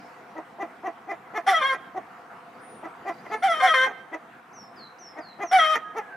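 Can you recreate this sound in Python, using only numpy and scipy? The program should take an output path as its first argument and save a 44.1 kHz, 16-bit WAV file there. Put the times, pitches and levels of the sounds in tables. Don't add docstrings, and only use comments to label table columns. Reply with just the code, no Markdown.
import sys
import numpy as np
from scipy import signal
from scipy.fft import rfft, irfft, next_fast_len
from scipy.io import wavfile
from scipy.ndimage import uniform_filter1d, map_coordinates

SR = 44100
rng = np.random.default_rng(int(sys.argv[2]) if len(sys.argv) > 2 else 0)


def log_audio(samples):
    frames = np.atleast_2d(samples).T
    limited = np.clip(frames, -1, 1)
    pcm = np.round(limited * 32767).astype(np.int16)
    wavfile.write(sys.argv[1], SR, pcm)


N = 271656
TOP_HZ = 15600

# time in seconds, pitch in Hz, level of the voice in dB,
# lift by the opening beak in dB, hoarseness (level of the partials halfway between the others) in dB.
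GLIDING_SQUAWKS = [
    [(1.462, 664.5, -35, -10, 5), (1.48, 794.5, -16.5, -5, -5), (1.5, 778, -23, 2, 8),
     (1.525, 747.5, -20, -19, -6), (1.545, 654, -21, 2, -16), (1.568, 652, -17.5, 0, -30),
     (1.59, 633, -26.5, 7, -9), (1.615, 593, -29.5, -5, -19), (1.635, 578, -24.5, 3, -21)],
    [(3.42, 661, -33.5, 0, -12), (3.44, 773, -18, -2, -11), (3.465, 788, -20.5, -4, -16),
     (3.49, 680.4, -22.5, 4.5, -45), (3.515, 662.5, -19, -5.5, -28), (3.55, 623, -28, 4, -7),
     (3.6, 630.5, -25, -7, -28), (3.618, 572, -25, 2, -23)],
    [(3.618, 716, -29, -3, -18), (3.636, 752, -15, -6, -31), (3.66, 757.5, -19, 1, -9),
     (3.678, 684, -24, 9, -8), (3.695, 641.5, -21, 7.5, -20), (3.72, 639, -17, -3, -28),
     (3.74, 608, -24.5, 3, -30), (3.765, 575, -54, 0, -25)],
    [(5.51, 673.4, -29, -1, -5), (5.533, 770, -17, -6, -8), (5.56, 755.7, -14.5, 7, -26),
     (5.582, 726, -16.5, -2, -19), (5.6, 643.3, -17, 7.5, -18), (5.625, 638.2, -17.5, 3, -18.5),
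     (5.66, 622, -17.5, 0, -25), (5.71, 635, -17.5, -1.5, -34), (5.745, 614.6, -19.5, 1.5, -13.5),
     (5.76, 647, -38, 11, -14)],
]
STEADY_SQUAWKS = [
    [(1.61, 547.5, -24.5, -5, -25), (1.625, 521.4, -24.5, -2, -45), (1.65, 537, -21, 1.5, -41),
     (1.68, 546.5, -23.5, 6, -21), (1.7, 532, -23, 8.5, -39), (1.735, 526.8, -25.5, -19, -8.5),
     (1.765, 540, -57, -11, -17)],
    [(3.597, 535, -27, 0.0079, -18), (3.612, 522.5, -24.5, 0, -28), (3.65, 533.7, -24.5, 0, -5.5),
     (3.697, 515, -26, 0, -11)],
    [(3.737, 533.6, -15.5, 4, -16), (3.752, 524.7, -21.5, -2, -7), (3.775, 522.7, -18.5, -1, -17.5),
     (3.8, 516.7, -21, 2, -20), (3.845, 526.7, -18.5, -0.5, -15.5), (3.865, 526, -27, -4, -21),
     (3.88, 514, -32, -14, -21)],
    [(5.612, 550, -39, 15, -16), (5.645, 536, -28, 24, -14), (5.68, 542, -55, 10, -24)],
]
# frequency in Hz, relative gain in dB.
GLIDING_MOUTH = [(300, -6), (620, -3), (670, 14.5), (770, 18), (1000, -5), (1270, 14), (1400, 10),
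                 (1550, -2), (1880, -2.5), (1960, 7), (2300, 2.5)]
STEADY_MOUTH = [(250, -24), (525, -1), (800, -22), (1040, -2), (1075, 13), (1570, 8.5), (1900, 14.5),
                (2150, 3)]
# frequency in Hz, relative gain in dB.
THROAT = [(2670, -20), (3050, -4.5), (3160, 1.5), (3500, -2), (3700, -17.5), (4050, -21), (4450, -21.5),
          (5000, -23), (5650, -13), (6400, -29), (7600, -28), (8500, -34.5), (9700, -25), (12300, -43.5),
          (14500, -47), (15500, -55)]
# frequency in Hz, relative gain in dB.
BREATH = [(200, -58), (400, -16.5), (700, -3), (950, -19), (1300, 1.5), (2100, 2), (2700, -17), (3250, -7),
          (4300, -23), (4600, -77)]
BEAK_HZ = 4300
OPEN_HZ = 1690
TREBLE_DB, TREBLE_GROWS = -28, 0.17
BREATH_DB, BREATH_GROWS = -7.5, 0.47
ONSET_DB, ONSET_S = 2.5, 0.032


def squawks(notes, mouth):
    out = np.zeros(N)
    k = np.arange(1, 51)[:, None] / 2
    rasp_spectrum = [(BEAK_HZ - 300, -120)] + [p for p in THROAT if p[0] > BEAK_HZ - 200]
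    for rows in notes:
        at, edge, (hz, level_db, open_db, hoarse_db) = span(rows)
        n = len(hz)
        hz = hz * (1 + 0.0038 * wobble(n, 122))
        turns = np.cumsum(hz) / SR
        partial_hz = k * hz

        onset_db = ONSET_DB * np.exp(-np.arange(n) / SR / ONSET_S)
        treble_db = level_db + TREBLE_DB + TREBLE_GROWS * hoarse_db + onset_db
        lift_db = open_db / (1 + (OPEN_HZ / partial_hz) ** 8)
        size = amp(along(mouth + THROAT, partial_hz) + lift_db) * (partial_hz < TOP_HZ)

        treble = partial_hz > BEAK_HZ
        treble_gain = amp(treble_db) / rms_of((size * treble)[1::2])
        voice_gain = amp(level_db) / rms_of((size * ~treble)[1::2])
        size *= np.where(treble, treble_gain, voice_gain)
        size[::2] *= amp(hoarse_db)

        flicker = amp(np.minimum(.33 * k, 5) * wobbles(k, n, 45))
        drift = rng.random(k.shape) + np.minimum(0.00032 * k ** 3, .6) * wobbles(k, n, 159.3)
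        tone = np.sum(size * flicker * np.sin(2 * np.pi * (k * turns + drift)), axis=0)
        breath = amp(level_db + BREATH_DB + BREATH_GROWS * hoarse_db) * puffs(turns, BREATH)
        rasp = amp(treble_db - 5) * puffs(turns, rasp_spectrum)
        out[at:at + n] += edge * (np.sqrt(2) * tone + breath + rasp)
    return out


# start in seconds, length in seconds, top pitch in Hz, pitch after the
# break in Hz, level before the swell in dB, brightness before its own swell in dB.
CLUCKS = [(0.349, 0.063, 326.7, 314.6, -32, -9.5), (0.582, 0.083, 400, 332, -29.5, -3.5),
          (0.827, 0.086, 384.5, 340, -28.5, -5), (1.071, 0.084, 403, 340.7, -30, -1.5),
          (1.332, 0.084, 431.7, 340.3, -30, 4), (1.944, 0.063, 381, 365, -30, -6.5),
          (2.825, 0.057, 329.6, 323, -32, -5), (3.048, 0.085, 393.3, 342, -29.5, 0.5),
          (3.234, 0.06, 358.4, 334, -40.5, 0.5), (3.296, .088, 432, 433, -31.5, 7.5),
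          (4.113, 0.063, 327.5, 318.4, -31.5, 1.5), (5.156, 0.064, 313.6, 308.6, -35, -0.5),
          (5.386, 0.088, 409.6, 343, -30.5, 2.5), (5.945, 0.079, 450.7, 417.7, -30, 3)]
CLUCK_SWELL_DB = -17, -2.5, -1.5, 5, -7, -26
CLUCK_BRIGHTEN_DB = -23.5, -8, 1, -14.5, -10, -12
# start in seconds, length in seconds, pitch in Hz,
# level at the start in dB, brightness at the start in dB.
CROAKS = [(1.743, 0.03, 264, -31.5, 5), (3.86, .068, 419.2, -30.5, 2), (5.751, 0.038, 462.4, -29, 12)]
TOP_AT, BREAK_AT, BROKEN_AT, RELEASE_AT = .28, .53, .6, 0.74
CLUCK_START_HZ, CLUCK_SAG = 267.2, .94
CLUCK_BREATH_DB, CROAK_BREATH_DB = -13.5, 0.5
CROAK_FADE_DB, CROAK_DULL_DB = -17.5, -17.5


def cluck_notes():
    notes = []
    for s, length, top_hz, after_hz, db, bright_db in CLUCKS:
        times = s + length * np.array([0, TOP_AT, BREAK_AT, BROKEN_AT, RELEASE_AT, 1])
        pitch = [CLUCK_START_HZ, top_hz, top_hz, after_hz, after_hz, CLUCK_SAG * after_hz]
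        levels = db + np.array(CLUCK_SWELL_DB)
        brights = bright_db + np.array(CLUCK_BRIGHTEN_DB)
        breaths = np.full(len(times), CLUCK_BREATH_DB)
        notes.append(list(zip(times, pitch, levels, brights, breaths)))
    for s, length, hz, db, bright_db in CROAKS:
        notes.append([(s + u * length, hz, db + u ** 1.1 * CROAK_FADE_DB,
                       bright_db + u * CROAK_DULL_DB, CROAK_BREATH_DB) for u in (0, .5, 1)])
    return notes


# frequency in Hz, relative gain in dB.
CROP = [(120, -43), (260, -3.5), (400, -3), (560, -5.5), (720, 7), (1000, -4.5), (1280, -1.5),
        (1500, -11.5), (2000, -0.5), (2250, -12), (2480, -11), (2800, -25.5), (3200, -23), (4170, -37.5),
        (5000, -39), (6000, -28.5), (8600, -52.5), (11500, -43), (15500, -86)]


def clucks():
    out = np.zeros(N)
    k = np.arange(1, 36)[:, None]
    for rows in cluck_notes():
        swell = [(s, hz, amp(db), *rest) for s, hz, db, *rest in rows]
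        at, edge, (hz, level, bright_db, breath_db) = span(swell)
        n = len(hz)
        hz = hz * (1 + .008 * wobble(n, 150))
        turns = np.cumsum(hz) / SR
        size = amp(along(CROP, k * hz) + np.minimum(.6 * k, 4) * wobbles(k, n, 50))
        drift = 0.86 * rng.random(k.shape) + 0.0025 * k ** 2 * wobbles(k, n, 200)
        tone = np.sqrt(2) * np.sum(size * np.sin(2 * np.pi * (k * turns + drift)), axis=0) / rms_of(size)
        breath_gain = amp(breath_db) * (level.max() / level) ** 0.66 * (hz / 370) ** -2.5
        voice = tone + breath_gain * puffs(turns, CROP)
        low = filtered(voice, lambda f: 1 / (1 + (f / 1100) ** 6))
        out[at:at + n] += edge * level * (unit(low) + amp(bright_db) * unit(voice - low))
    return out


# start in seconds, length in seconds, first frequency in Hz,
# last frequency in Hz, peak level in dB.
FAR_CALLS = [(5.835, 0.067, 1663, 1645, -40.5), (6.014, 0.1, 1683, 1668, -40.5),
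             (6.088, 0.2, 1560, 1590, -46)]
FAR_RISE_S, FAR_FADE_DB = 0.018, -17


def far_notes():
    return [[(s, first_hz, db + FAR_FADE_DB),
             (s + FAR_RISE_S, first_hz, db),
             (s + length, last_hz, db + FAR_FADE_DB)]
            for s, length, first_hz, last_hz, db in FAR_CALLS]


# start in seconds, length in seconds, first pitch in Hz, top pitch in Hz,
# pitch the quick fall tends to in Hz (both before sag and hook), level before the swell in dB.
FALLING = [(4.525, 0.15, 4100, 6450, 5630, -51), (4.755, 0.12, 5270, 5120, 4240, -48.5),
           (4.981, 0.13, 4030, 6350, 5580, -46.5), (5.197, 0.14, 5340, 5040, 4310, -51),
           (5.443, 0.12, 6300, 6380, 5480, -43.5)]
# share of the length, change of level in dB.
FALLING_SWELL = [(0, -15), (.1, -6), (.4, 0), (.75, -1), (1, -7)]
# start in seconds, length in seconds, edge pitch in Hz, top pitch in Hz,
# level at the top in dB.
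ARCHED = [(2.596, 0.23, 9050, 9600, -56.5), (2.87, .07, 8150, 8440, -71), (3.354, 0.085, 9080, 9160, -62)]
FLICK_S, FALL_S = .012, 0.029
SAG_HZ_PER_S, HOOK_HZ, HOOK_S = 2400, 200, .012
ARCH_EDGE_DB = -22


def bird_notes():
    notes, u = [], np.linspace(0, 1, num=40)
    for s, length, first_hz, top_hz, settle_hz, db in FALLING:
        t = u * length
        flick = first_hz + (top_hz - first_hz) * t / FLICK_S
        fall = settle_hz + (top_hz - settle_hz) * np.exp(-np.maximum(t - FLICK_S, 0) / FALL_S)
        fall -= SAG_HZ_PER_S * t + HOOK_HZ * np.exp((t - length) / HOOK_S)
        hz = np.where(t < FLICK_S, flick, fall)
        notes.append(np.transpose([s + t, hz, db + np.interp(u, *np.transpose(FALLING_SWELL))]))
    for s, length, edge_hz, top_hz, db in ARCHED:
        off = (2 * u - 1) ** 2
        hz = top_hz - (top_hz - edge_hz) * off
        notes.append(np.transpose([s + u * length, hz, db + ARCH_EDGE_DB * off ** 2]))
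    return notes


def whistles(notes, waver):
    out = np.zeros(N)
    for rows in notes:
        at, edge, (hz, db) = span(rows)
        n = len(hz)
        hz = uniform_filter1d(hz, size=350, mode="nearest") * (1 + waver * wobble(n, 84))
        level = amp(db + 1.8 * wobble(n, 40))
        out[at:at + n] += edge * level * np.sin(2 * np.pi * np.cumsum(hz) / SR)
    return out


# frequency in Hz, relative density in dB per Hz.
MURMUR = [(15, -64), (25, -44), (152, -7.5), (246, -3.5), (313, -6), (469, -7), (508, 0), (566, -16.5),
          (702, 3), (781, -3.5), (1340, -4.5), (1950, -11), (4370, -32), (5270, -33.5), (15500, -41)]
# time in seconds, level in dB.
MURMUR_LEVEL = [(0.0, -46.5), (1.42, -47.5), (1.54, -45.5), (1.95, -47), (3.33, -45.5), (3.64, -45),
                (4.07, -48.5), (6.16, -47.5)]
# frequency in Hz, relative density in dB per Hz.
LEAVES = [(3000, -21), (4000, 5), (5000, 6), (6500, -7), (8000, -28)]
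# time in seconds, level in dB.
RUSTLE_LEVEL = [(0, -63), (.35, -74), (.6, -79), (2.9, -79), (3.15, -64), (3.4, -66), (3.6, -87)]
# frequency in Hz, left-right correlation from 0 to 1.
YARD_ALIKE = [(60, 0.8), (180, 1), (550, 0.84), (1650, 0.46), (4970, 0.5), (15000, 0.11)]


def yard():
    level = lambda rows: amp(np.interp(np.arange(N) / SR, *np.transpose(rows)))
    unsteady = amp(0.7 * wobble(N, 14.0))
    murmur = level(MURMUR_LEVEL) * unsteady * rush(MURMUR, YARD_ALIKE, patchy_db=2.0)
    return murmur + level(RUSTLE_LEVEL) * rush(LEAVES, YARD_ALIKE, patchy_db=5.5)


def rush(spectrum, alike, patchy_db):
    z = signal.stft(rng.standard_normal((2, N)), nperseg=512)[2]
    field = uniform_filter1d(uniform_filter1d(rng.standard_normal(z.shape[1:]), 6, 0), 14, 1)
    pair = signal.istft(z * amp(patchy_db * unit(field)), nperseg=512)[1][:, :N]

    def shares(hz):
        turn = np.arccos(np.clip(along(alike, hz), -1, 1)) / 2
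        return amp(along(spectrum, hz)) * np.array([np.cos(turn), np.sin(turn)])

    mid, side = filtered(pair, shares)
    return unit(np.array([mid + side, mid - side]))


# frequency in Hz, phase by which left leads in radians.
GLIDING_SIDE = ([(60, -1.3), (150, -4), (380, 2.3), (950, -0.38), (2380, 4), (5980, 6), (15000, 10)],
                 [(0, 0), (860, 0.34), (3620, 0), (9730, 0.15), (12100, 0.069), (12800, 0.0), (15200, 0.1)])
STEADY_SIDE = ([(60, 4), (150, 15), (380, -2), (950, 4), (2380, 2.5), (5980, 5), (15000, 10)], [(0, -0.023),
                (860, 0.21), (3790, 0.05), (6030, 0.12), (9300, -0.1), (10500, 0.1), (15200, 0.1)])


def placed(x, side):
    balance, phase = side
    half = lambda hz: amp(along(balance, hz) / 2) * np.exp(.5j * along(phase, hz))
    return filtered(x, lambda hz: np.array([half(hz), 1 / half(hz)]))


# frequency in Hz, time to decay by 60 dB in seconds at linger = 1.
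WALLS = [(300, 0.61), (1500, 0.95), (3500, 0.62), (10000, 0.077)]


def walls(x, delay, linger):
    hz, t, z = signal.stft(rng.standard_normal((2, SR // 2)), SR, nperseg=256)
    decay = amp(-60 * t / (linger * along(WALLS, hz))[:, None])
    tail = signal.istft(z * decay, SR, nperseg=256)[1]
    tail[1] = 1.7 * tail[0] + 0.73 * tail[1]
    tail /= np.linalg.norm(tail[0])
    late = np.pad(x, (round(delay * SR), 0))[None]
    return signal.fftconvolve(late, tail, axes=1)[:, :N]


def puffs(turns, spectrum):
    gate = (1 + np.cos(2 * np.pi * turns)) ** 2
    return unit(filtered(gate * rng.standard_normal(len(turns)), lambda hz: amp(along(spectrum, hz))))


def wobble(n, rate):
    return map_coordinates(rng.standard_normal(int(n * rate / SR) + 4), [np.arange(n) * rate / SR])


def wobbles(k, n, rate):
    knots = rng.standard_normal((len(k), int(n * rate / SR) + 2))
    at = np.arange(n) * rate / SR
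    i, u = at.astype(int), (1 - np.cos(np.pi * (at % 1))) / 2
    return knots[:, i] * (1 - u) + knots[:, i + 1] * u


def span(rows, fade=0.0063):
    s, *cols = np.transpose(rows)
    t = np.arange(round(s[0] * SR), min(round(s[-1] * SR), N)) / SR
    edge = np.clip(np.minimum(t - s[0], s[-1] - t) / fade, 0, 1)
    return round(s[0] * SR), np.sin(edge * np.pi / 2) ** 2, [np.interp(t, s, c) for c in cols]


def filtered(x, response):
    m = next_fast_len(x.shape[-1] + 8192)
    return irfft(rfft(x, m) * response(np.fft.rfftfreq(m, 1 / SR)), m)[..., :x.shape[-1]]


def along(points, hz):
    f, v = np.transpose(points)
    return np.interp(np.log(hz + 1), np.log(f + 1), v)


def amp(db):
    return 10 ** (np.asarray(db) / 20)


def unit(x):
    return x / np.sqrt(np.mean(x ** 2) + 1e-20)


def rms_of(partials):
    return np.sqrt(np.sum(partials ** 2, axis=0)) + 1e-9


def scene():
    near = squawks(GLIDING_SQUAWKS, GLIDING_MOUTH) + clucks()
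    other = squawks(STEADY_SQUAWKS, STEADY_MOUTH)
    small = whistles(bird_notes(), waver=.0025) + whistles(far_notes(), waver=.004)
    hens = placed(near, GLIDING_SIDE) + placed(other, STEADY_SIDE)

    close = amp(-14) * walls(near + other, delay=.002, linger=.12)
    close = filtered(close, lambda hz: (1 + (hz / 3000) ** 2) ** 0.72)
    around = amp(-32.5) * walls(near + other, delay=.02, linger=1.1)
    echo = amp(-34.5) * walls(near + other, delay=0.16, linger=0.2)
    small_around = amp(-8.5) * walls(small, delay=0.012, linger=0.55)
    return hens + close + around + echo + small + small_around + yard()


def record(dry):
    return filtered(dry, lambda hz: hz < TOP_HZ)


dry = scene()
out = record(dry)
log_audio(out)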